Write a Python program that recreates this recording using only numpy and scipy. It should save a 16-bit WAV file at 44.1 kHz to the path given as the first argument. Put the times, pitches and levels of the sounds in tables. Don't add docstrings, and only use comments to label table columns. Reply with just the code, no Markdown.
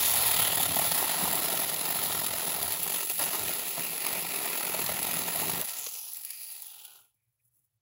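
import sys
import numpy as np
from scipy import signal
from scipy.fft import rfft, irfft, next_fast_len
from scipy.io import wavfile
from scipy.ndimage import map_coordinates

SR = 44100
rng = np.random.default_rng(int(sys.argv[2]) if len(sys.argv) > 2 else 0)


def dump_mix(stems):
    frames = np.atleast_2d(stems).T
    limited = np.clip(frames, -1, 1)
    pcm = np.round(limited * 32767).astype(np.int16)
    wavfile.write(sys.argv[1], SR, pcm)


N = 344406

# time_s, chain_db, bite_db
SAW_LEVELS = [(0.0, -25, -40.5), (0.3, -24.5, -36), (0.67, -29.5, -38.5), (0.89, -27.5, -38.5),
              (1.19, -30, -37.5), (1.94, -30.5, -40.5), (2.73, -31.5, -42), (3.02, -30.5, -44.5),
              (3.19, -28.5, -36), (3.3, -31.5, -39), (3.55, -33, -45.5), (4.09, -32, -41),
              (4.5, -33, -42.5), (4.92, -32.5, -41), (5.2, -32, -41), (5.55, -31, -41), (5.63, -36, -41),
              (5.655, -35.5, -50.5), (5.85, -37, -52.5), (5.9, -38, -58.5), (6.12, -42.5, -66.5),
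              (6.44, -41.5, -70.5), (6.555, -43, -65.5), (6.7, -47, -68), (6.82, -48, -66),
              (6.974, -54, -66), (7.1, -81, -90), (7.2, -105, -110)]
# rebite_s, length_s, loss_db
CUTTER_SKIDS = [(0.712, 0.04, 2), (0.755, 0.0087, 4), (2.085, 0.027, 1.5), (2.862, 0.098, 4.5),
                (3.096, 0.071, 9.5), (3.181, 0.075, 18), (3.256, .015, 9.5), (3.328, 0.059, 5.5),
                (3.763, 0.11, 4.5), (4.017, 0.23, 3.5), (4.29, 0.12, 3.5), (4.59, .015, 4),
                (5.012, .015, 7), (5.27, .05, 3), (5.611, .03, 3), (5.66, 0.034, 5)]
# time_s, bite_rate_hz, depth_ratio
CUTTER_THROB = [(0, 41.6, .6), (.7, 34.8, 1.6), (1.2, 45, 0.6), (2.0, 42, .9), (2.6, 43.5, 1.5),
                (3.3, 48, 0.92), (3.8, 43.7, 0.11), (4.3, 42, 0.94), (5.0, 39.5, 1.5), (5.5, 45, 0.91),
                (5.7, 39, 0.32), (7.1, 50, .5)]
# start_s, chain_db, housing_db
LINK_CATCHES = [(0.058, -2.5, -12.5), (0.168, -11.5, -38.5), (0.449, -18, -14), (0.5541, -2, -29),
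                (0.6285, -8, -35.5), (0.66, -9, -31), (0.7574, -2.5, -18), (0.788, -4.5, -28),
                (0.9776, -4.5, -32), (1.3279, -6.5, -34), (1.353, -7, -24), (1.4591, -23, -16.5),
                (1.503, -14, -23), (1.6955, -9, -27), (1.7414, -12, -18), (2.1176, -20, -16),
                (2.6274, -5.5, -17.5), (2.721, -6.5, -17), (2.83, -5, -27), (3.0977, -10, -20),
                (3.1931, -7, -25), (3.258, -10, -42), (3.492, -10, -22), (4.0649, -5, -20),
                (4.361, -12, -23), (4.453, -20, -29), (4.803, -8, -29), (4.8623, -12, -13.5),
                (5.028, -7, -17.5), (5.0669, -11, -20), (5.1895, -6, -23), (5.3584, -8, -25),
                (5.4969, -7, -23), (5.612, -7, -21), (5.6937, -21, -22), (5.8633, -24, -19.5),
                (5.9511, -34.5, -26), (6.0409, -24, -42), (6.0974, -24, -39), (6.1327, -12.5, -53),
                (6.1684, -15.5, -31), (6.248, -12.5, -27), (6.3038, -13, -28), (6.5199, -21, -38),
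                (6.6191, -16, -52), (6.666, -20, -44), (6.8496, -23, -33.5)]
# start_s, level_db, pitch_hz
TRUNK_KNOCKS = [(0.146, -24.5, 850), (0.292, -23, 845), (0.502, -27.5, 775), (0.58, -25.5, 732),
                (0.6, -19, 780), (0.659, -21.5, 685), (0.765, -18, 700), (0.793, -20.5, 710),
                (0.849, -20.5, 668), (0.999, -31, 700), (1.072, -24, 958), (1.21, -24, 703),
                (1.253, -22.5, 870), (1.275, -20.5, 736), (1.335, -22, 684), (1.491, -27, 670),
                (1.536, -22.5, 643), (1.597, -26.5, 685), (1.956, -29, 684), (2.337, -22.5, 668.7),
                (2.582, -25, 704), (2.63, -22, 690), (2.861, -27, 800), (3.045, -36, 401),
                (3.101, -30, 414), (3.212, -24.5, 910), (3.494, -26.5, 626), (3.777, -25, 670),
                (4.063, -27, 942), (4.153, -30, 910), (4.246, -27, 781), (4.638, -28, 611),
                (4.744, -22, 631), (4.791, -24.5, 899), (4.891, -23.5, 650), (5.018, -28.5, 810),
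                (5.289, -35, 977), (5.357, -29, 659), (5.429, -26, 865), (5.495, -25.5, 912),
                (5.862, -38, 1090), (5.868, -36.5, 463), (5.952, -49, 457)]
# time_s, shudder_db, thud_db, lower_note_db
PUSH_LEVELS = [(0.0, -62, -53.5, -50), (0.08, -54.5, -47.5, -49), (0.84, -43.5, -51.5, -50),
               (1.11, -54.5, -62, -46), (1.18, -49.5, -72, -51), (1.23, -42, -54.5, -45.5),
               (1.44, -50, -60, -46.5), (2.38, -48.5, -57, -51.5), (2.43, -53, -66, -46),
               (2.67, -50.5, -50.5, -50), (3.1, -63, -76, -52.5), (3.23, -49.5, -54.5, -46.5),
               (3.33, -62, -73, -44), (3.43, -48, -51, -47), (3.76, -65.5, -78, -51),
               (3.79, -39.5, -57, -47), (4.01, -64, -88, -50.5), (4.17, -47.5, -63, -40),
               (4.57, -60, -76, -40), (4.84, -45, -54, -48.5), (5.25, -47, -55.5, -48),
               (5.34, -46, -74, -51), (5.39, -41.5, -61, -48), (5.58, -43.5, -63, -45),
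               (5.68, -71, -76, -65), (5.95, -74, -88, -59)]
# time_s, bright_hz, bright_db, shaded_hz, shaded_db
SAW_STANCE = [(0, 3660, 5.5, 6000, 1), (.25, 3350, 1, 5880, -3.5), (.45, 3200, 6.5, 5650, -5),
              (.8, 3320, 2, 5930, -2.5), (2.5, 3660, 1.5, 6140, -2.5), (3.2, 2650, 2, 5530, -1.5),
              (4.2, 2380, 6.5, 6000, -3), (5.6, 2600, 2.5, 5470, -2), (5.66, 5480, -1, 1800, 2),
              (5.8, 7000, 8, 1670, -4), (6.1, 5300, 6, 2013, -12), (6.2, 5200, 2.5, 3600, -3.5),
              (6.6, 4500, 2, 3450, -1), (6.68, 3300, 5.5, 2000, -8), (7.1, 3050, 9.5, 2000, -9)]
# time_s, pitch_hz, width_hz, level_db
BAR_RESONANCE = [(6.15, 2500, 258, -86), (6.301, 2450, 260, -58), (6.55, 2600, 258, -65),
                 (6.68, 2500, 260, -82), (6.72, 1436, 60, -80), (6.88, 1470, 60, -70),
                 (6.98, 1450, 60, -67), (7.1, 1390, 60.1, -92)]
# time_s, pitch_hz, level_db
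SPROCKET_WHIRR = [(6.22, 4920, -89), (6.33, 4850, -56), (6.5, 4720, -56), (6.62, 4450, -64),
                  (6.68, 4400, -85)]
# time_s, high_rustle_db, low_rustle_db
GRASS_LEVELS = [(7.0, -58.5, -81), (7.138, -85, -102), (7.146, -73, -88), (7.158, -82, -103),
                (7.418, -81, -105), (7.49, -72, -99), (7.5, -81.5, -105), (7.572, -68, -85),
                (7.62, -72, -90), (7.672, -81.5, -105), (7.81, -94, -105)]
# time_s, level_db
STALK_RUB = [(7.05, -83), (7.12, -108), (7.2, -90), (7.376, -109), (7.404, -82), (7.428, -109), (7.5, -109)]
# centre_hz, width_hz, gain_db
TREBLE_DIPS = [(8880, 500, -5), (13400, 300, -22.5)]

# frequency_hz, level_db
RATTLE_SPECTRUM = [(4710, -29.5), (8000, -11.5), (8880, -27.5), (9970, -4), (10700, 2.5), (12300, -4.5),
                   (13400, -8), (14900, 0.5), (16000, -0.5)]
HOUSING_SPECTRUM = [(880, -24), (1500, -10), (1590, -10), (1890, 0), (2150, -1.5), (2750, 3), (3100, 1),
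                    (3720, 3), (4720, 2.5), (5610, -0.5), (7570, 0.5), (8730, -22.5), (9000, -5),
                    (11700, -43.5), (19800, -120)]
TRUNK_SPECTRUM = [(280, -33.5), (480, -8.5), (523, -10), (633, -1), (702, -0.5), (941, -1), (1170, -7),
                  (1340, -2), (1540, -12.5), (1900, -5), (2470, -14.5), (4180, -120)]
LOWER_NOTE_SPECTRUM = [(130, -23.5), (220, -5), (307, -5.5), (384, 2), (501, -5.5), (540, -6), (700, -29.5),
                       (1190, -120)]
DRAG_SPECTRUM = [(150, -48), (250, -25), (423, -3), (560, -12), (813, 5.5), (980, -3), (1210, -5),
                 (1320, -1), (1450, -8), (1900, -31), (2470, -34), (4180, -120)]
SHUDDER_SPECTRUM = [(59, -35), (100, -6), (124, -10.5), (167, 2.5), (215, -8.5), (300, -7.5), (390, -27.5),
                    (660, -120)]
THUD_SPECTRUM = [(24, -43), (40, -24.5), (75, 7), (125, 4.5), (160, -29.5), (280, -120)]
GRASS_SPECTRUM = [(120, -30.5), (200, 1), (220, -13.5), (328, -5), (384, -26), (473, -13.5), (1590, -24),
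                  (5850, -26), (9000, -19), (11700, -43), (19800, -120)]
AIR_SPECTRUM = [(18, -55), (30, -27.5), (48, -11), (71, -11.5), (88, -17), (101, -1.5), (123, -5),
                (234, -42), (404, -30.5), (478, -31), (9000, -36), (11700, -68), (19800, -120)]

PARTED_S, SILENT_DB = 5.64, -140
SKID_ONSET_SHARE, REBITE_S = .4, .01
CHAIN_THROB_DB, WOOD_THROB_DB = 1.0, 1.66
BITE_LEAD_TURNS = .1508
CATCH_SHARE, CATCH_RISE_S, CATCH_T60_S = .25, .0018, .021
KNOCK_SHARE, KNOCK_RISE_S, KNOCK_T60_S = .45, .0023, .024
RUB_HZ, RUB_WIDTH_HZ = 2400, 400
AIR_DB, HUM_HZ, HUM_RISE_S = -84.5, 118, 6.78


def saw():
    chain_db, housing_db, wood_db = saw_levels()
    turns, grip_db, bite_db = cutting_force()
    metal = chain_and_housing(chain_db, housing_db, grip_db, turns)
    cut = trunk_and_drag(wood_db, bite_db, grip_db)
    rumble = shudder(wood_db, bite_db)
    metal = directivity(metal, patchy_db=1.5, patch_s=.05, patches_per_octave=9)
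    cut = directivity(cut, patchy_db=2, patch_s=.03, patches_per_octave=4.5)
    return metal + cut + rumble + knocks(wood_db, turns) + coasting(grip_db)


def saw_levels():
    t = np.arange(N) / SR
    chain_db, wood_db = in_time(SAW_LEVELS)
    skid_db = np.zeros(N)
    for s, length_s, loss_db in CUTTER_SKIDS:
        corners_s = [s - length_s, s - length_s * (1 - SKID_ONSET_SHARE), s, s + REBITE_S]
        skid_db += np.interp(t, corners_s, [0, loss_db, loss_db, 0])
    chain_db, wood_db = chain_db - .21 * skid_db, wood_db - skid_db
    housing_db = chain_db - 4.5 + .24 * (wood_db - chain_db)
    return chain_db, housing_db, wood_db


def cutting_force():
    bite_rate_hz, depth = in_time(CUTTER_THROB, outside=None)
    swing = np.abs(depth + .2 * drift(9.4))
    turns = np.cumsum(bite_rate_hz * (1 + .1 * drift(22.02))) / SR
    throb = np.sqrt(2) * swing * (np.sin(2 * np.pi * turns) + .39 * np.cos(4 * np.pi * turns))
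    lumps_db = .35 * drift(12) + 1.8 * drift(130)
    return turns, CHAIN_THROB_DB * throb + lumps_db, WOOD_THROB_DB * throb + lumps_db


def chain_and_housing(chain_db, housing_db, grip_db, turns):
    at, draws = chance_bites(turns, CATCH_SHARE, until_s=SAW_LEVELS[-1][0])
    excess_db = 11.75 + 7 * draws
    _, hard_chain_db, hard_housing_db = np.transpose(LINK_CATCHES)
    chain = body(RATTLE_SPECTRUM, chain_db - .8, grip_db,
                 per_s=2000, spread_db=6.4, hiss=1.6, flicker_db=.42)
    chain += from_db(-11) * catches(RATTLE_SPECTRUM, hard_chain_db, at, chain_db[at] + excess_db[:, 0])
    housing = body(HOUSING_SPECTRUM, housing_db - .8, 1.06 * grip_db,
                   per_s=1500, spread_db=7.2, hiss=1.8, flicker_db=.39)
    slaps = catches(HOUSING_SPECTRUM, hard_housing_db, at, housing_db[at] + excess_db[:, 1])
    return chain + housing + from_db(-9) * slaps


def catches(spectrum, hard_db, light_at, light_db):
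    t, blows = np.arange(SR // 10) / SR, np.zeros(N)
    blows[light_at] = from_db(light_db)
    blows[[round(row[0] * SR) for row in LINK_CATCHES]] = from_db(hard_db)
    envelope = from_db(-60 * t / CATCH_T60_S) * np.minimum(t / CATCH_RISE_S, 1)
    return signal.fftconvolve(blows, envelope)[:N] * noise(spectrum)


def trunk_and_drag(wood_db, bite_db, grip_db):
    *_, lower_db = in_time(PUSH_LEVELS)
    wood = body(TRUNK_SPECTRUM, wood_db, bite_db, per_s=500, spread_db=3.5, hiss=2.3, flicker_db=.69)
    lower_note = body(LOWER_NOTE_SPECTRUM, np.minimum(lower_db, wood_db - 5), 1.2 * bite_db,
                      per_s=300, spread_db=1.4, hiss=2.2, flicker_db=1.1)
    drag = body(DRAG_SPECTRUM, wood_db, grip_db, per_s=600, spread_db=5.2, hiss=1.8, flicker_db=.85)
    cutting = np.clip((PARTED_S + .23 - np.arange(N) / SR) / .084, 0, 1)
    return cutting * (wood + lower_note) + (1 - cutting) * drag


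def knocks(wood_db, turns):
    out, t = np.zeros(N), np.arange(SR // 10) / SR
    envelope = from_db(-60 * t / KNOCK_T60_S) * (1 - np.exp(-t / KNOCK_RISE_S))
    at, draws = chance_bites(turns, KNOCK_SHARE, until_s=PARTED_S)
    light_db = wood_db[at] + 3 + 8 * draws[:, 0]
    light_hz = np.interp(draws[:, 1], [0, 1], [587, 975])
    blows = [*TRUNK_KNOCKS, *zip(at / SR, light_db, light_hz)]
    for (s, level_db, hz), (phase, spacing, upper_phase) in zip(blows, rng.random((400, 3))):
        lower = np.sin(2 * np.pi * (hz * t + phase))
        upper = np.sin(2 * np.pi * (hz * (1.1 + .3 * spacing) * t + upper_phase))
        out[round(s * SR):][:len(t)] += from_db(level_db + 3.5) * envelope * (lower + .5 * upper)
    return out


def shudder(wood_db, bite_db):
    shudder_db, thud_db, _ = in_time(PUSH_LEVELS)
    shudder_db = np.clip(shudder_db, wood_db - 21.5, wood_db - 2.5)
    force = rng.standard_normal(N) * from_db(1.3 * bite_db + 1.3 * drift(10))
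    shaking = from_db(shudder_db) * colour(force, SHUDDER_SPECTRUM)
    return shaking + from_db(thud_db) * noise(THUD_SPECTRUM)


def directivity(x, patchy_db, patch_s, patches_per_octave):
    hz, s, frames = signal.stft(x, SR, nperseg=1024, noverlap=768)
    octave = np.log2(np.maximum(hz, 50) / 50)[:, None]
    time_s, bright_hz, bright_db, shaded_hz, shaded_db = np.transpose(SAW_STANCE)
    gain_db = 0
    for centre_hz, band_db, width_octaves in ((bright_hz, bright_db, .25), (shaded_hz, shaded_db, .2)):
        away = octave - np.log2(np.interp(s, time_s, centre_hz) / 50)
        gain_db += np.interp(s, time_s, band_db) * np.exp(-(away / width_octaves) ** 2)
    grid = np.broadcast_arrays(octave * patches_per_octave, s / patch_s)
    gain_db += patchy_db * map_coordinates(rng.standard_normal((100, 800)), grid, order=1, mode="wrap")
    return signal.istft(frames * from_db(gain_db), SR, nperseg=1024, noverlap=768)[1][:N]


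def coasting(grip_db):
    ring_hz, width_hz, ring_db = in_time(BAR_RESONANCE)
    widths_hz = [row[2] for row in BAR_RESONANCE]
    narrow_hz, broad_hz = min(widths_hz), max(widths_hz)
    broad = np.interp(width_hz, [narrow_hz, broad_hz], [0, 1])
    ring = broad * narrow_band(ring_hz, broad_hz) + (1 - broad) * narrow_band(ring_hz, narrow_hz)
    whirr_hz, whirr_db = in_time(SPROCKET_WHIRR)
    whirr = narrow_band(whirr_hz, width_hz=280)
    return from_db(grip_db) * (from_db(ring_db) * ring + from_db(whirr_db) * whirr)


def grass():
    high_db, low_db = in_time(GRASS_LEVELS)
    snaps = contacts(per_s=3000, spread_db=4.5, hiss=.8) * from_db(3.3 * drift(25))
    rub_spectrum = [(RUB_HZ - 2 * RUB_WIDTH_HZ, -20), (RUB_HZ, 0), (RUB_HZ + RUB_WIDTH_HZ, -20)]
    rub = from_db(in_time(STALK_RUB)[0]) * noise(rub_spectrum)
    high_rustle = from_db(high_db) * colour(snaps, RATTLE_SPECTRUM)
    low_rustle = from_db(low_db) * colour(snaps, GRASS_SPECTRUM)
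    return high_rustle + low_rustle + rub


def air():
    hum_db = np.where(np.arange(N) / SR < HUM_RISE_S, -100, -89)
    return from_db(AIR_DB) * noise(AIR_SPECTRUM) + from_db(hum_db) * narrow_band(HUM_HZ, width_hz=14)


def body(spectrum, level_db, grip_db, per_s, spread_db, hiss, flicker_db):
    force = contacts(per_s, spread_db, hiss) * from_db(grip_db + flicker_db * drift(80))
    return from_db(level_db) * colour(force, spectrum)


def contacts(per_s, spread_db, hiss):
    sizes = from_db(spread_db * np.minimum(rng.exponential(1, N), 3)) * rng.choice([-1, 1], N)
    return rms_one(sizes * (rng.random(N) < per_s / SR)) + hiss * rng.standard_normal(N)


def chance_bites(turns, share, until_s):
    at = np.flatnonzero(np.diff(np.floor(turns - .25 + BITE_LEAD_TURNS)) > 0)
    draws = rng.random((500, 3))[:len(at)]
    picked = (draws[:, 0] < share) & (at < until_s * SR)
    return at[picked], draws[picked, 1:]


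def narrow_band(hz, width_hz):
    phase = 2 * np.pi * np.cumsum(hz * np.ones(N)) / SR
    return drift(width_hz) * np.sin(phase) + drift(width_hz) * np.cos(phase)


def noise(spectrum):
    return colour(rng.standard_normal(N), spectrum)


def colour(x, spectrum):
    size = next_fast_len(N)
    points_hz, points_db = np.transpose(spectrum)
    hz = np.maximum(np.fft.rfftfreq(size, 1 / SR), 1)
    gain_db = np.interp(np.log(hz), np.log(points_hz), points_db, -120, -120)
    return rms_one(irfft(rfft(x, size) * from_db(gain_db), size)[:N])


def drift(rate_hz):
    pole = np.exp(-2 * np.pi * rate_hz / SR)
    return rms_one(signal.lfilter([1], [1, -2 * pole, pole * pole], rng.standard_normal(N + SR))[SR:])


def in_time(rows, outside=SILENT_DB):
    time_s, *columns = np.transpose(rows)
    return [np.interp(np.arange(N) / SR, time_s, column, outside, outside) for column in columns]


def rms_one(x):
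    return x / np.sqrt(np.mean(x ** 2) + 1e-20)


def from_db(db):
    return 10 ** (np.asarray(db) / 20)


def scene():
    background = air()
    return (saw() + grass() + background)[None]


def record(dry):
    size = next_fast_len(N)
    hz = np.fft.rfftfreq(size, 1 / SR)
    gain_db = sum(dip_db * np.exp(-((hz - centre_hz) / width_hz) ** 4)
                  for centre_hz, width_hz, dip_db in TREBLE_DIPS)
    dipped = irfft(rfft(dry, size) * from_db(gain_db), size)[:, :N]
    low_cut = signal.butter(3, 58, "high", fs=SR, output="sos")
    top_cut = signal.ellip(12, .5, 80, 15760, fs=SR, output="sos")
    return signal.sosfilt(top_cut, signal.sosfilt(low_cut, dipped))


dry = scene()
out = record(dry)
dump_mix(out)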